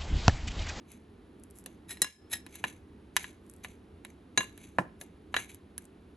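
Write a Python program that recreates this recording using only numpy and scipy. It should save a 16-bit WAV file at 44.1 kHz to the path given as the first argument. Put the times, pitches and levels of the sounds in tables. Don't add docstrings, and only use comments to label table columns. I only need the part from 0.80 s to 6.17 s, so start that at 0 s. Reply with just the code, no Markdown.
import sys
import numpy as np
from scipy import signal
from scipy.fft import rfft, irfft, next_fast_len
from scipy.io import wavfile

SR = 44100
rng = np.random.default_rng(int(sys.argv[2]) if len(sys.argv) > 2 else 0)


def persist_wave(psi):
    counts = np.round(np.clip(psi, -1, 1) * 32767).astype(np.int16)
    wavfile.write(sys.argv[1], SR, np.atleast_2d(counts).T)


N = 236618
TIME_S = np.arange(N) / SR
RING_TIME_S = TIME_S[:16384]

# (frequency [Hz], level [dB])
HUM_SPECTRUM = [(25, -21), (52, -3), (88, 3.5), (135, -10.5), (195, -2), (320, -2.5), (410, -6), (540, -18),
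                (1050, -23), (2200, -29), (3900, -33.5), (5300, -42), (8900, -48), (11000, -37.5),
                (12600, -59.5), (15000, -73.5)]
# (frequency [Hz], level [dB])
HUM_SIDE_SPECTRUM = [(80, -27), (220, -21.5), (700, -2), (4000, -11)]
# (time [s], level [dB])
FILM_SNAPS = [(.1183, -19), (.637, -21), (.7095, -25.5), (.787, -19), (2.435, -18), (2.698, -18.5),
              (2.738, -26), (4.7463, -15.5), (4.9799, -1.5), (5.054, -24.5)]
# (peak time [s], length [s], level [dB])
TEARS = [(.63, 0.064, -71), (0.778, 0.032, -49.5), (2.733, 0.086, -63.5), (4.221, .015, -40.5),
         (5.029, 0.048, -66)]
# (peak time [s], length [s], rasp level [dB])
STROKES = [(0.126, 0.04, -54.5), (1.116, 0.019, -39), (1.537, 0.02, -30), (1.764, 0.042, -49.5),
           (2.843, 0.009, -43.5), (3.849, 0.072, -54), (4.716, 0.028, -49.5)]
# (time [s], strength [dB], contact cut-off [Hz], plate ring re strength [dB],
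# counter thud re strength [dB], gap to first rebound [s]); gaps up to 2 ms give no rebound
SPOON_BLOWS = [ (.861, -7, 5000, 0, 4.5, 0), (1.107, -10, 3200, 11, -1.5, 0),
               (1.171, -15.5, 3060, -14, -16, 0), (1.2184, 9, 9500, 11.5, -3, .0261),
               (1.6643, -9, 3700, -10, -4, 0.00034), (1.755, -21, 6260, 16, -9, 0),
               (1.8403, 16, 2480, -7.5, -8, 0), (2.3657, 17.5, 5700, -12.5, -23, 0),
               (2.4427, 0, 3000, 0, -24.5, 0.0047), (2.8466, 2.5, 2800, -8, -7, 0),
               (3.249, -4, 3600, -18, -3.5, 0), (3.5753, 19, 4450, 12, -5, .0306),
               (3.777, -17, 3880, -1, -6, 0), (3.985, 28.5, 1120, -19, -7.5, 0),
               (4.2126, -7.5, 5200, 0, 6.5, 0.0034), (4.542, 15, 2500, -3, -10.5, 0),
               (4.5652, 15.5, 3030, 5.5, -8.5, 0.022), (4.981, -10, 2057, 0, -9, 0)]
# (frequency [Hz], spectral peak [dB], t60 [s])
CLACK_MODES = [(768, -14.5, 0.0067), (1028, -1, 0.03), (1444, -14, .022), (1747, 1, 0.023),
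               (2320, -9, 0.016), (2820, -3.5, 0.035), (3805, -2.5, 0.017), (4190, -9, 0.0045),
               (6010, -4, 0.027), (6430, -11, 0.028), (7940, -3, 0.0073), (9800, -17.5, 0.006),
               (11100, -11, 0.036)]
PLATE_PITCHES_HZ = [1027, 1685, 2799, 3470, 3967, 6422, 6800, 7120, 9400]
# (spectral peak [dB], t60 [s])
PLATE_MODES = [(-6, 0.036), (-3.5, 0.078), (-6.5, 0.17), (-16.5, 0.014), (0.5, 0.065), (-1.5, 0.1),
               (-5, 0.043), (-16.5, 0.026), (-7, 0.054)]
SPOON_PITCHES_HZ = [1690, 1880, 3176, 3820, 4090, 5143, 7838, 9540, 11140]
# (spectral peak [dB], t60 [s])
SPOON_MODES = [(-13, 0.14), (-9.5, 0.036), (-21, 0.15), (-15.5, 0.013), (-11, .04), (-5.5, 0.13),
               (-15.5, 0.066), (-12.5, 0.099), (-4.5, 0.026)]
# (frequency [Hz], level [dB])
COUNTER_SPECTRUM = [(50, -21.5), (100, -4.5), (170, -0.5), (300, 0.5), (400, -2.5), (520, -7), (720, -5.5),
                    (1050, -13), (2000, -38.5)]
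# (frequency [Hz], level [dB])
RASP_SPECTRUM = [(100, -25), (500, -14.5), (1000, -5), (1800, 1), (2500, 1.5), (3900, -5), (4800, -11.5),
                 (6500, -5.5), (8200, -6.5), (9000, -12.5), (10500, -0.5), (11500, 0.5), (12400, -20),
                 (14000, -38.5)]
# (frequency [Hz], level [dB])
TICK_SPECTRUM = [(200, -30), (1500, -13.5), (4000, -20.5), (5000, -20), (7800, -8.5), (9000, -17.5),
                 (11100, 1), (13000, -12.5)]
# (frequency [Hz], level [dB])
MIC_RESPONSE = [(11400, 0), (12300, -10.5), (13200, -15), (15000, -26)]
# (frequency [Hz], phase lead [rad], level [dB])
PORT_DIFFERENCE = [(101, 0.0029, 0.33), (491.7, 0.14, -3.5), (1280, 0.68, -1.2), (2160, 0.66, 0.5),
                   (4440, 0.59, -2), (6470, 0.088, 0), (11000, 0, 0)]
# (start [s], end [s])
SPOON_FREE_SPAN_S = (1.05, 1.6)

HUM_DB, DIP_DB, DIP_S, DIP_LENGTH_S = -54, -16, 1.337, 0.054
SNAPS_PER_S, SNAP_DB, SNAP_SCATTER_DB = 20, -31.5, 2.5
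SNAP_HZ, SNAP_HZ_PER_DB, SNAP_T60_S = 10920, 64, .0018
RELEASE_SHARE = .8
SKID_DELAY_S, SKID_RISE_S, SKID_FALL_S = 0.042, 0.035, 0.036
SKID_DB, SKID_DB_PER_DB, BARE_HZ = -57, 0.85, 1800
SPOON_STRUCK_DB, SPOON_RUBBED_DB, SPOON_MUFFLED_DB = 18.5, 18.5, -31
SPOON_BEAT_HZ, SPOON_BEAT_DB, TWIN_DAMPING_HZ = 37, -12.5, 5400
REBOUND_LOSS_DB, REBOUND_CONTACT_SHARE, REBOUND_GAP_SHARE, MIN_GAP_S = 10.5, 0.44, .82, .002
TICK_DB, TICK_DB_PER_DB, TICK_DB_PER_OCTAVE, USUAL_CONTACT_HZ = -10.5, 0.48, 17.5, 4000
CEILING, TOP_HZ = .5, 15800


def undb(db):
    return 10 ** (np.asarray(db) / 20)


def unit(x):
    return x / np.sqrt(np.mean(x ** 2))


def on_bins(points, size):
    hz, value = np.transpose(points)
    bins_hz = np.fft.rfftfreq(size, 1 / SR)
    return np.interp(np.log(bins_hz + 1), np.log(hz), value)


def through(x, response):
    x = np.atleast_2d(x)
    return signal.oaconvolve(x, np.atleast_2d(response), axes=-1)[:, :x.shape[-1]]


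def colour(x, points, size=1024):
    cepstrum = irfft(np.log(undb(on_bins(points, size))))
    cepstrum[1:size // 2] *= 2
    cepstrum[size // 2 + 1:] = 0
    return through(x, irfft(np.exp(rfft(cepstrum))))


def soften(x, hz, order=2):
    b, a = signal.butter(order, min(hz, SR / 2 - 1000), fs=SR)
    return signal.lfilter(b, a, x)


def burst(t60_s):
    decay = np.exp(-np.log(1000) * RING_TIME_S / t60_s)
    x = rng.standard_normal((2, len(RING_TIME_S))) * decay
    return x / np.sqrt(np.sum(x ** 2, axis=1, keepdims=True))


def grains(rate, scatter_db):
    clicks = (rng.random(N) < rate / SR) * rng.choice([-1, 1], N)
    size_db = scatter_db * np.clip(rng.standard_normal(N), -2, 2)
    return unit(clicks * undb(size_db))


def add(out, time_s, x):
    start = int(time_s * SR)
    out[:, start:start + x.shape[-1]] += x[..., :N - start]


def ringing(modes, spread):
    hz, db, t60_s = np.transpose(modes)[:, :, None, None]
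    decay_per_s = np.log(1000) / t60_s
    sign = (-1) ** np.arange(len(modes))[:, None, None]
    side = rng.choice([-1, 1], hz.shape) * np.array([[.5], [-.5]])
    phase_rad = spread * np.minimum(hz / 4000, 1) * side
    envelope = undb(db) * 2 * decay_per_s / SR * np.exp(-decay_per_s * RING_TIME_S)
    return sign * envelope * np.sin(2 * np.pi * hz * RING_TIME_S + phase_rad)


def twins(modes, spread, twin_db, longer, split_hz):
    hz, db, t60_s = modes.T
    twin_t60_s = t60_s * longer * np.minimum(TWIN_DAMPING_HZ / hz, 1)
    return ringing(np.column_stack([hz + split_hz, db + twin_db, twin_t60_s]), spread)


def twinned(pitches_hz, modes, spread, twin_db, longer, split_hz):
    main = np.column_stack([pitches_hz, modes])
    return ringing(main, spread) + twins(main, spread, twin_db, longer, split_hz)


def struck(shapes, scatter_db):
    return np.tensordot(undb(scatter_db * rng.standard_normal(len(shapes))), shapes, 1)


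def muffling_db(time_s):
    return 0 if SPOON_FREE_SPAN_S[0] < time_s < SPOON_FREE_SPAN_S[1] else SPOON_MUFFLED_DB


def hum():
    mid, side = rfft(rng.standard_normal((2, N))) * undb(on_bins(HUM_SPECTRUM, N))
    side = side * undb(on_bins(HUM_SIDE_SPECTRUM, N))
    rush = unit(irfft([mid + side, mid - side], N))
    dip = np.exp(-((TIME_S - DIP_S) / DIP_LENGTH_S) ** 2)
    return rush * undb(HUM_DB + DIP_DB * dip)


def kitchen(x):
    delayed = np.roll(burst(.035), int(0.0013 * SR), axis=1)
    early = signal.lfilter(*signal.butter(2, 700, "high", fs=SR), delayed)
    late = soften(burst(0.32) * (1 - np.exp(-RING_TIME_S / .008)), hz=7000)
    return x + through(x, undb(-10.0) * early + undb(-17.5) * late)


def batter():
    out, snaps = np.zeros((2, N)), list(FILM_SNAPS)
    for peak_s, length_s, _ in TEARS:
        for slot_s in np.arange(peak_s - length_s, peak_s + length_s, 1 / SNAPS_PER_S):
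            snap_s = slot_s + rng.random() / SNAPS_PER_S
            snaps.append((snap_s, SNAP_DB + SNAP_SCATTER_DB * rng.standard_normal()))
    for snap_s, db in snaps:
        film = ringing([(SNAP_HZ + SNAP_HZ_PER_DB * db, 0, SNAP_T60_S)], spread=0.83)[0]
        splutter = colour(burst(0.0022)[0] + 0.23 * burst(0.033), TICK_SPECTRUM)
        add(out, snap_s, undb(db) * (film + undb(-1.0) * splutter))
    tearing = sum(undb(db) * np.exp(-((TIME_S - peak_s) / length_s) ** 2)
                  for peak_s, length_s, db in TEARS)
    bubbles = grains(rate=700, scatter_db=5) + 0.62 * rng.standard_normal((2, N))
    return out + colour(tearing * bubbles, TICK_SPECTRUM)


def drags(clack, plate, spoon):
    rasp, push = np.zeros(N), np.zeros(N)
    jerks = unit(soften(rng.standard_normal(N), hz=90))
    slips = unit(grains(rate=1100, scatter_db=5) + .5 * grains(rate=5000, scatter_db=3))
    slips = slips * undb(3 * jerks)
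    strokes = [(peak_s, length_s, RELEASE_SHARE * length_s, db, muffling_db(peak_s))
               for peak_s, length_s, db in STROKES]
    skids = [(blow_s + SKID_DELAY_S, SKID_RISE_S, SKID_FALL_S,
              SKID_DB + SKID_DB_PER_DB * db, SPOON_MUFFLED_DB)
             for blow_s, db, hz, *_ in SPOON_BLOWS if hz > BARE_HZ]
    for peak_s, rise_s, fall_s, db, muffled_db in strokes + skids:
        near = slice(max(int((peak_s - 3 * rise_s) * SR), 0), int((peak_s + 5 * fall_s) * SR))
        t_s = TIME_S[near] - peak_s
        pressure = np.exp(-np.where(t_s < 0, (t_s / rise_s) ** 2, t_s / fall_s))
        force = unit(slips[near] * pressure) * np.sqrt(np.mean(pressure ** 2)) * undb(db)
        rasp[near] += force
        push[near] += force * undb(SPOON_RUBBED_DB + muffled_db)
    grit = undb(0.5) * colour(burst(0.012)[0] + undb(-18.5) * burst(0.026), RASP_SPECTRUM)
    glaze = grit + undb(-4.5) * clack.sum(0) + undb(-2) * plate.sum(0)
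    return through(rasp, glaze) + through(push, undb(3.5) * spoon.sum(0))


def rebounds(time_s, db, hz, gap_s, count):
    contacts = [(time_s, db, hz)]
    for _ in range(count if gap_s > MIN_GAP_S else 0):
        time_s += gap_s
        db -= REBOUND_LOSS_DB
        hz *= REBOUND_CONTACT_SHARE
        gap_s *= REBOUND_GAP_SHARE
        contacts.append((time_s, db, hz))
    return contacts


def counter_thud():
    noise = burst(0.094)[0] + undb(-2.0) * burst(0.17)[0] + undb(-20.5) * burst(0.18)
    tail = soften(colour(burst(0.39)[0], COUNTER_SPECTRUM), hz=260)
    return undb(-5.5) * colour(noise, COUNTER_SPECTRUM) + undb(-10.5) * tail


def blows(clack, plate, spoon):
    out = np.zeros((2, N))
    impulse = signal.unit_impulse(len(RING_TIME_S))
    for blow_s, blow_db, blow_hz, plate_db, thud_db, gap_s in SPOON_BLOWS:
        steel = undb(SPOON_STRUCK_DB + muffling_db(blow_s)) * struck(spoon, scatter_db=1.2)
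        thud = undb(thud_db) * counter_thud()
        add(out, blow_s, undb(blow_db) * (soften(steel, 1.3 * blow_hz) + thud))
        for contact_s, db, hz in rebounds(blow_s, blow_db, blow_hz, gap_s, count=2):
            crack = colour(burst(0.022)[0] + undb(-4.5) * burst(0.062), RASP_SPECTRUM)
            body = struck(clack, scatter_db=0.3) + undb(-9.5) * crack
            body = soften(body, 1.117 * hz, order=3)
            ring = undb(plate_db) * soften(struck(plate, scatter_db=1.5), 1.3 * hz)
            tick = colour(.5 * impulse + 1.2 * burst(0.013)[0], TICK_SPECTRUM)
            hardness_octaves = np.log2(hz / USUAL_CONTACT_HZ)
            tick_db = TICK_DB + TICK_DB_PER_DB * db + TICK_DB_PER_OCTAVE * hardness_octaves
            add(out, contact_s, undb(db) * (body + ring) + undb(tick_db) * tick)
    return out


def scene():
    clack = ringing(CLACK_MODES, spread=.45)
    plate = twinned(PLATE_PITCHES_HZ, PLATE_MODES, spread=.7, twin_db=-20.5, longer=3.0, split_hz=4.5)
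    spoon = twinned(SPOON_PITCHES_HZ, SPOON_MODES, spread=0.19, twin_db=-11.5, longer=5.5, split_hz=2.8)
    spoon = spoon + twins(np.column_stack([SPOON_PITCHES_HZ, SPOON_MODES]), spread=.3,
                          twin_db=SPOON_BEAT_DB, longer=7.0, split_hz=SPOON_BEAT_HZ)
    close = batter() + drags(clack, plate, spoon) + blows(clack, plate, spoon)
    return hum() + kitchen(close)


def record(dry):
    size, ports, half = next_fast_len(N), np.array(PORT_DIFFERENCE), np.array([[.5], [-.5]])
    phase_rad = half * on_bins(ports[:, :2], size)
    level_db = half * on_bins(ports[:, ::2], size)
    pair = np.exp(1j * phase_rad) * undb(level_db)
    at_ports = irfft(rfft(dry, size) * pair, size)[:, :N]
    heard = colour(CEILING * np.tanh(at_ports / CEILING), MIC_RESPONSE)
    return signal.sosfilt(signal.ellip(8, .2, 70, TOP_HZ, fs=SR, output="sos"), heard)


dry = scene()
out = record(dry)
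persist_wave(out)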